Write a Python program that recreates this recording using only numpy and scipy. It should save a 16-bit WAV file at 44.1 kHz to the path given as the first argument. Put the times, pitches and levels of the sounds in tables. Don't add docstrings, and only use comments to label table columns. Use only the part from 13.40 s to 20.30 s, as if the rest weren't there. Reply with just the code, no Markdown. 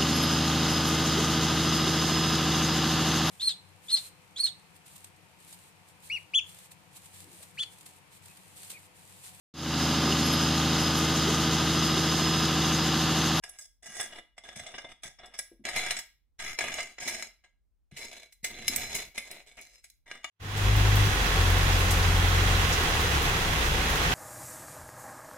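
import sys
import numpy as np
from scipy import signal
from scipy.fft import rfft, irfft, next_fast_len
from scipy.io import wavfile
from scipy.ndimage import map_coordinates

SR = 44100
rng = np.random.default_rng(int(sys.argv[2]) if len(sys.argv) > 2 else 0)


def transcribe(signal):
    frames = np.atleast_2d(signal).T
    limited = np.clip(frames, -1, 1)
    pcm = np.round(limited * 32767).astype(np.int16)
    wavfile.write(sys.argv[1], SR, pcm)


N = 304290
TIME = np.arange(N) / SR
SIZE = 4096
HZ = np.fft.rfftfreq(SIZE, 1 / SR)

# pitch in Hz, rough width in Hz, then strength in dB when struck at
DISH_MODES = [(680, 140, 4, 2, -2.5), (935.5, 24, -0.5, 2.5, -1.5), (1267, 160, -2.5, -1.5, -12.5),
              (1641, 55, 13.5, 10.5, 1.5), (1955, 180, 10, 7, -1.5), (2090, 56, 10.5, 14, 12),
              (2249, 170, 7, 12, 9.5), (2890, 77, 8, 5, 1.5), (3360, 44, 11.5, 3, -4),
              (3550, 130, 9.5, 1.5, -1.5), (4030, 74, 0.5, 7.5, 8.5), (5053, 84, 6.5, 0, -5),
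              (5167, 53, -4.5, 0, 3.5), (5363, 220, 11, 4, -6.5), (6220, 200, 10.5, 1.5, 0.5),
              (6728, 150, 6, 5.5, -0.5), (8000, 210, 11, 1.5, 0), (8505, 270, 6, 2, -4.5),
              (10045, 100, 5.5, 0, -2), (10700, 300, 6.5, -4.5, -9), (11090, 110, -24, -1, -4.5),
              (14400, 210, -10.5, -11.5, -11.5), (14800, 120, -4.5, -21.5, -13.5)]
# frequency in Hz, side level against mid in dB.
STEREO_WIDTH = [(900, -13), (2800, -4.5), (5000, 2.5), (12000, -1.5)]
# lower edge in Hz, upper edge in Hz.
TONE_BANDS = [(0, 1400), (1400, 4200), (4200, 16000)]


def amp(db):
    return 10 ** (np.asarray(db) / 20)


def unit(x):
    return x / np.sqrt(np.mean(x ** 2) + 1e-20)


def along(points, hz):
    freqs, values = np.transpose(points)
    return np.interp(np.log(hz + 1), np.log(freqs + 1), values)


def filtered(x, response):
    n = x.shape[-1]
    padded = next_fast_len(n + 2048)
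    return irfft(rfft(x, padded) * response(np.fft.rfftfreq(padded, 1 / SR)), padded)[..., :n]


def causal(gain):
    cepstrum = irfft(np.log(np.maximum(gain, 1e-6)))
    cepstrum[1:SIZE // 2] *= 2
    cepstrum[SIZE // 2 + 1:] = 0
    return np.exp(rfft(cepstrum))


def band(hz, lo, hi):
    return 1 / (1 + (hz / hi) ** 12) - 1 / (1 + ((hz + 1) / (lo + 1e-3)) ** 12)


def add(track, s, sound):
    start = max(round(s * SR), 0)
    part = track[:, start:start + sound.shape[1]]
    part += sound[:, :part.shape[1]]


def wobble(rate, size):
    points = rng.standard_normal(int(size * rate / SR) + 4)
    return map_coordinates(points, [np.arange(size) * rate / SR])


def noise(spectrum, side_db):
    shaped = filtered(rng.standard_normal((2, N)), lambda hz: amp(along(spectrum, hz)))
    return unit(shaped) * amp([[0], [side_db]])


def room_rumble(level_db=-73):
    # frequency in Hz, relative level in dB.
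    spectrum = [(15, -25), (45, 0.5), (90, -22.5), (450, -40), (2000, -51.5), (16000, -57.5)]
    return amp(level_db) * noise(spectrum, side_db=-3.5)


def spot_at(s):
    # time in seconds, spot (0 left, 1 back, 2 middle).
    finger_path = [(2.1, 0), (2.24, 1), (4.1, 1), (4.5, 2), (6.5, 2), (6.65, 1)]
    return round(np.interp(s, *np.transpose(finger_path)))


def band_levels(s, clack_db, hardness_db, knock_loss=0.21):
    knock_db = [-5.5, -9.5, -15]
    return clack_db + np.array([knock_db[spot_at(s)] - knock_loss * hardness_db, 0, hardness_db])


def nearest_mode(hz):
    return min((mode[0] for mode in DISH_MODES), key=lambda mode_hz: abs(mode_hz - hz))


def contact(spot, life, ring_hz, ring_db, scatter_db=3, stone_db=13, rough_db=1.5):
    # frequency in Hz, relative level in dB.
    clack_spectrum = [(40, -5), (110, -7), (190, -7.5), (520, -6.5), (1050, -16.5), (2500, -3),
                      (4500, -9.5), (7200, -8.5), (9400, -18.5), (12500, -19), (16000, -29)]
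    hz, width, *strengths = np.transpose(DISH_MODES)
    peak = lambda centre, width_hz: 1 / (1 + (2 * (HZ - centre) / width_hz) ** 2)
    mode_db = strengths[spot] + scatter_db * rng.standard_normal(len(hz))
    mode_db += ring_db * (hz == nearest_mode(ring_hz))
    modes = amp(mode_db[:, None]) ** 2 * peak(hz[:, None], 0.82 * width[:, None]) ** 1.28
    stones = amp(stone_db) ** 2 * peak(rng.uniform(8300, 15500, (4, 1)), width_hz=60).sum(0)
    body = causal(np.sqrt(modes.sum(0) + amp(along(clack_spectrum, HZ)) ** 2 * (1 + stones)))
    t = TIME[:SIZE]
    attack = 1 - np.exp(-t / (.02 * life))
    force = amp(-60 * t / life + rough_db * wobble(400, SIZE)) * attack
    chatter = force * rng.standard_normal((2, SIZE))
    return irfft(rfft(chatter) * body * [np.ones(len(HZ)), causal(amp(along(STEREO_WIDTH, HZ)))])


def singing_note(ring_hz, cycles=600):
    hz, fade_s = nearest_mode(ring_hz), cycles / ring_hz
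    t = TIME[:SR // 2]
    phase = rng.uniform(0, 2 * np.pi, (2, 1))
    note = np.sin(2 * np.pi * hz * t + phase) * amp(-60 * t / fade_s) * (1 - np.exp(-t / .002))
    return note * amp([[0], [along(STEREO_WIDTH, hz)]])


def note_level(levels, ring_hz):
    return levels[1] if ring_hz < TONE_BANDS[1][1] else levels[2]


def clinks(sing_db=-10, bass_db=-4, lead_in_db=-19, lead_in_s=0.013):
    # start in seconds, clack level in dB, hardness (sparkle over clack) in dB,
    # fade time in seconds (long where a stone rocks or skids), ringing note in Hz.
    hits = [(0.037, -46, -2.5, 0.047, 5050), (0.092, -64, 16, 0.038, 10700), (0.186, -58, 10, 0.072, 2090),
            (0.595, -41.5, -14, 0.092, 2090), (0.609, -48, 12, 0.023, 10045),
            (0.724, -49.5, -13.5, 0.034, 2890), (0.979, -48, -7.5, 0.041, 2090),
            (1.036, -55, -8, 0.063, 2090), (1.089, -48, -11.5, 0.029, 3360), (1.156, -53, 1, 0.2, 3360),
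            (1.192, -46.5, -5, 0.089, 3360), (1.263, -49, -4.5, 0.089, 2890),
            (1.339, -47, -22, 0.077, 2890), (1.38, -43.5, -10, 0.062, 2890), (1.444, -45, -26, 0.059, 2090),
            (1.633, -47, 1, .05, 3550), (1.786, -59, -8, .07, 5363), (1.857, -70, 13, 0.064, 10700),
            (1.937, -54, -4.5, 0.12, 5363), (1.989, -41, 8, 0.036, 10700),
            (2.251, -36.5, -6.5, 0.046, 2090), (2.286, -38.5, -5.5, 0.062, 5050),
            (2.357, -35, -6, 0.2, 2090), (2.507, -32.5, -1.5, 0.048, 10700), (2.566, -42.5, 1, .06, 8000),
            (2.587, -44.5, 1, 0.077, 8000), (2.996, -43.5, -6, .11, 3360), (3.188, -29.5, -8, .028, 2890),
            (3.206, -34.5, -10, 0.096, 2890), (3.34, -41, 3, 0.033, 2890), (3.383, -36, -20.5, .11, 2890),
            (3.582, -46, -11.5, 0.068, 5167), (3.676, -36.5, -1.5, 0.11, 5050),
            (3.824, -39, -1, 0.023, 5167), (4.038, -63.5, -12, 0.11, 2249), (4.564, -49, -3.5, 0.2, 5363),
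            (4.923, -64.5, 4, 0.059, 6220), (5.041, -36, -2.5, 0.11, 2090), (5.28, -28, 3, 0.024, 5167),
            (5.361, -37.5, 8.5, 0.02, 8000), (5.548, -41.5, 4, 0.11, 6728), (5.778, -33, -6.5, 0.042, 2249),
            (5.913, -52.5, 8, 0.014, 10700), (6.172, -51.5, -43, 0.17, 2249),
            (6.213, -72, 17, 0.011, 10700), (6.440, -59, 3, 0.087, 11090), (6.500, -68, 10, 0.016, 5363),
            (6.713, -39, -13.5, 0.031, 2890), (6.843, -36, -10.5, 0.04, 2890)]
    out = np.zeros((2, N))
    for s, clack_db, hardness_db, life, ring_hz in hits:
        levels = band_levels(s, clack_db, hardness_db)
        ring = contact(spot_at(s), life, ring_hz, ring_db=6)
        head = int(SR * max(.008, life / 4))
        onset_rms = [np.std(filtered(ring[0], lambda hz: band(hz, *edges))[:head])
                     for edges in TONE_BANDS]
        knock, clack, sparkle = levels - 20 * np.log10(onset_rms)
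        slope = 0.75 * (sparkle - clack)
        colour = [(400, knock + bass_db), (600, knock), (1000, knock), (1800, clack), (3200, clack),
                  (5500, sparkle - slope / 2), (14000, sparkle + slope)]
        ring = irfft(rfft(ring) * causal(amp(along(colour, HZ))))
        add(out, s, ring)
        add(out, s, amp(note_level(levels, ring_hz) + sing_db) * singing_note(ring_hz))
        lead_in_noise = rng.standard_normal(SIZE) * amp(-60 * TIME[:SIZE] / 0.6)
        lead_in_noise = lead_in_noise[:int(lead_in_s * SR)][::-1]
        lead_in = signal.fftconvolve(ring, lead_in_noise[None] / np.linalg.norm(lead_in_noise), axes=1)
        add(out, s - len(lead_in_noise) / SR, amp(lead_in_db) * lead_in)
    return out


def tumble(spot, size, rate, spread_db, life, count):
    out = np.zeros((2, size))
    for _ in range(count):
        force = amp(spread_db * np.clip(rng.standard_normal(size + SIZE - 1), -2, 2))
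        touches = force * (rng.random(len(force)) < rate / count / SR)
        ring = contact(spot, life, rng.uniform(2000, 11000), ring_db=-0.5)
        out += signal.fftconvolve(touches[None], ring / np.std(ring[0]), mode="valid", axes=1)
    return out * np.sqrt(SR / SIZE / rate)


def push_shape(t, crest, end, swell_db_per_s=76.5, ease_db=12, grip_s=.006, settle_s=0.019):
    swell_db = swell_db_per_s * (t - crest)
    fall_db = -ease_db * (t - crest) / max(end - crest, 1 / SR)
    grip = np.clip(t / grip_s, 0, 1)
    settle = np.clip(1 - (t - end) / settle_s, 0, 1)
    return amp(np.minimum(swell_db, fall_db)) * grip * settle


def stirring(grit_db=-1, jerk_db=1.53, sing_db=-10.5):
    # start, crest and end in seconds, clack level at the crest in dB, hardness in dB,
    # ringing note in Hz.
    pushes = [(0.044, 0.055, 0.17, -58.5, -1.5, 5363), (0.207, 0.198, 0.26, -62, 13.5, 3360),
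              (0.424, 0.617, .67, -44.5, 1.5, 2890), (0.657, 0.805, 0.79, -49, -10, 2890),
              (1.043, 1.082, 1.21, -55, -7, 2090), (1.218, 1.293, 1.47, -53.5, -7.5, 2890),
              (1.483, 1.525, 1.53, -54, -8.5, 3360), (1.642, 1.662, 1.707, -51, -0.5, 3360),
              (1.792, 1.831, 1.94, -55.5, -19.5, 2890), (2.251, 2.299, 2.38, -41.5, -9.5, 2090),
              (2.33, 2.367, 2.585, -36.5, -7.5, 3360), (2.989, 3.085, 3.15, -40.5, -6, 2090),
              (3.192, 3.25, 3.4, -38, -8.5, 2890), (3.334, 3.41, 3.53, -45.5, -1, 2890),
              (3.598, 3.665, 3.87, -42, -2.5, 5167), (4.511, 4.524, 4.57, -59.5, -9, 2249),
              (4.572, 4.624, 4.71, -47, -3, 5167), (4.712, 4.708, 4.86, -49.5, -4, 2249),
              (5.044, 5.218, 5.28, -45.5, -8.5, 2090), (5.298, 5.345, 5.66, -40.5, -3.5, 5167),
              (5.49, 5.56, 5.68, -44.5, -3.5, 2249), (5.742, 5.78, 6.02, -53.5, -2.5, 4030),
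              (5.9, 5.93, 6.01, -50.5, -12.5, 2249), (6.06, 6.106, 6.16, -60, -4.5, 2249),
              (6.166, 6.18, 6.39, -60.5, 1.5, 5167), (6.658, 6.752, 6.81, -53, -11, 3550)]
    heap_knock_db = [1.5, 3, 8.5]
    out = np.zeros((2, N))
    t = TIME[:SR // 3]
    for start, crest, end, clack_db, hardness_db, ring_hz in pushes:
        spot = spot_at(crest)
        jostle = tumble(spot, len(t), rate=160, spread_db=3.5, life=0.021, count=3)
        grit = tumble(spot, len(t), rate=2500, spread_db=1.5, life=0.014, count=2)
        shape = push_shape(t, crest - start, end - start)
        strength = np.linalg.norm(shape)
        jerks = amp(jerk_db * wobble(35, len(t)))
        heap = (jostle + amp(grit_db) * grit) * shape * jerks
        levels = band_levels(crest, clack_db, hardness_db) + [heap_knock_db[spot], 0, 0]
        for edges, db in zip(TONE_BANDS, levels):
            part = filtered(heap, lambda hz: band(hz, *edges))
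            add(out, start, amp(db) * part * strength / np.linalg.norm(part[0]))
        note = signal.fftconvolve(heap[:1], singing_note(ring_hz), axes=1)
        note *= strength / np.linalg.norm(note[0])
        add(out, start, amp(note_level(levels, ring_hz) + sing_db) * note)
    return out


def finger_bumps(fade_s=0.078, rise_s=0.0061, gain_db=-1, side_db=-13):
    # start in seconds, relative level in dB, pitch in Hz.
    bumps = [(0.484, -45, 168), (1.157, -37.5, 132), (1.201, -40.5, 116), (1.653, -40.5, 122),
             (2.114, -41.5, 315.5), (2.194, -43.5, 208.7), (2.246, -36, 289), (2.5, -40, 69),
             (3.661, -35.5, 280.4), (4.52, -36.5, 132.4), (5.031, -32, 132.5), (5.294, -32.5, 256),
             (5.546, -34.5, 121)]
    out = np.zeros((2, N))
    t = TIME[:SR // 5]
    for s, db, pitch in bumps:
        near_pitch = lambda hz: 1 / (1 + (np.log((hz + 1) / pitch) / .5) ** 4)
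        thud = unit(filtered(rng.standard_normal(len(t)), near_pitch))
        shape = amp(-60 * t / fade_s) * (1 - np.exp(-t / rise_s))
        bump = (0.74 * np.sin(2 * np.pi * pitch * t) + 0.68 * thud) * shape
        add(out, s, amp(db + gain_db) * bump * amp([[0], [side_db]]))
    return out


def hand_drag(gain_db=-2):
    # time in seconds, relative level in dB.
    swell = [(5.1, -59.5), (5.356, -46.5), (5.7, -65)]
    # frequency in Hz, relative level in dB.
    spectrum = [(20, -7), (45, 4.5), (280, -3.5), (450, -20.5), (2000, -100)]
    s, db = np.transpose(swell)
    level_db = np.interp(TIME, np.r_[s[0] - .006, s, s[-1] + .03], np.r_[-120, db, -120])
    return amp(level_db + gain_db) * noise(spectrum, side_db=-15.5)


def room_echo(x, echo_db=-7.5, gap_s=0.0013):
    # frequency in Hz, seconds to fade by 60 dB.
    fade_times = [(600, 0.28), (4000, 0.34), (9000, 0.23), (15000, 0.42)]
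    hz, t, spectra = signal.stft(rng.standard_normal((2, SR // 2)), SR, nperseg=256)
    tail = signal.istft(spectra * amp(-60 * t / along(fade_times, hz)[:, None]), SR, nperseg=256)[1]
    tail *= 1 - np.exp(-(TIME[:tail.shape[1]] / gap_s) ** 2)
    return amp(echo_db) * signal.fftconvolve(x, tail / np.linalg.norm(tail[0]), axes=1)[:, :N]


def scene():
    direct = clinks() + stirring() + hand_drag() + finger_bumps()
    mid, side = direct + room_echo(direct) + room_rumble()
    # frequency in Hz, left over right in dB.
    lean = [(600, -0.5), (3000, 1.5), (13000, -3.0)]
    left_right = np.array([mid + side, mid - side])
    return filtered(left_right, lambda hz: amp(np.outer([.5, -.5], along(lean, hz))))


def record(dry):
    return filtered(dry, lambda hz: 1 / (1 + (hz / 16000) ** 120))


dry = scene()
out = record(dry)
transcribe(out)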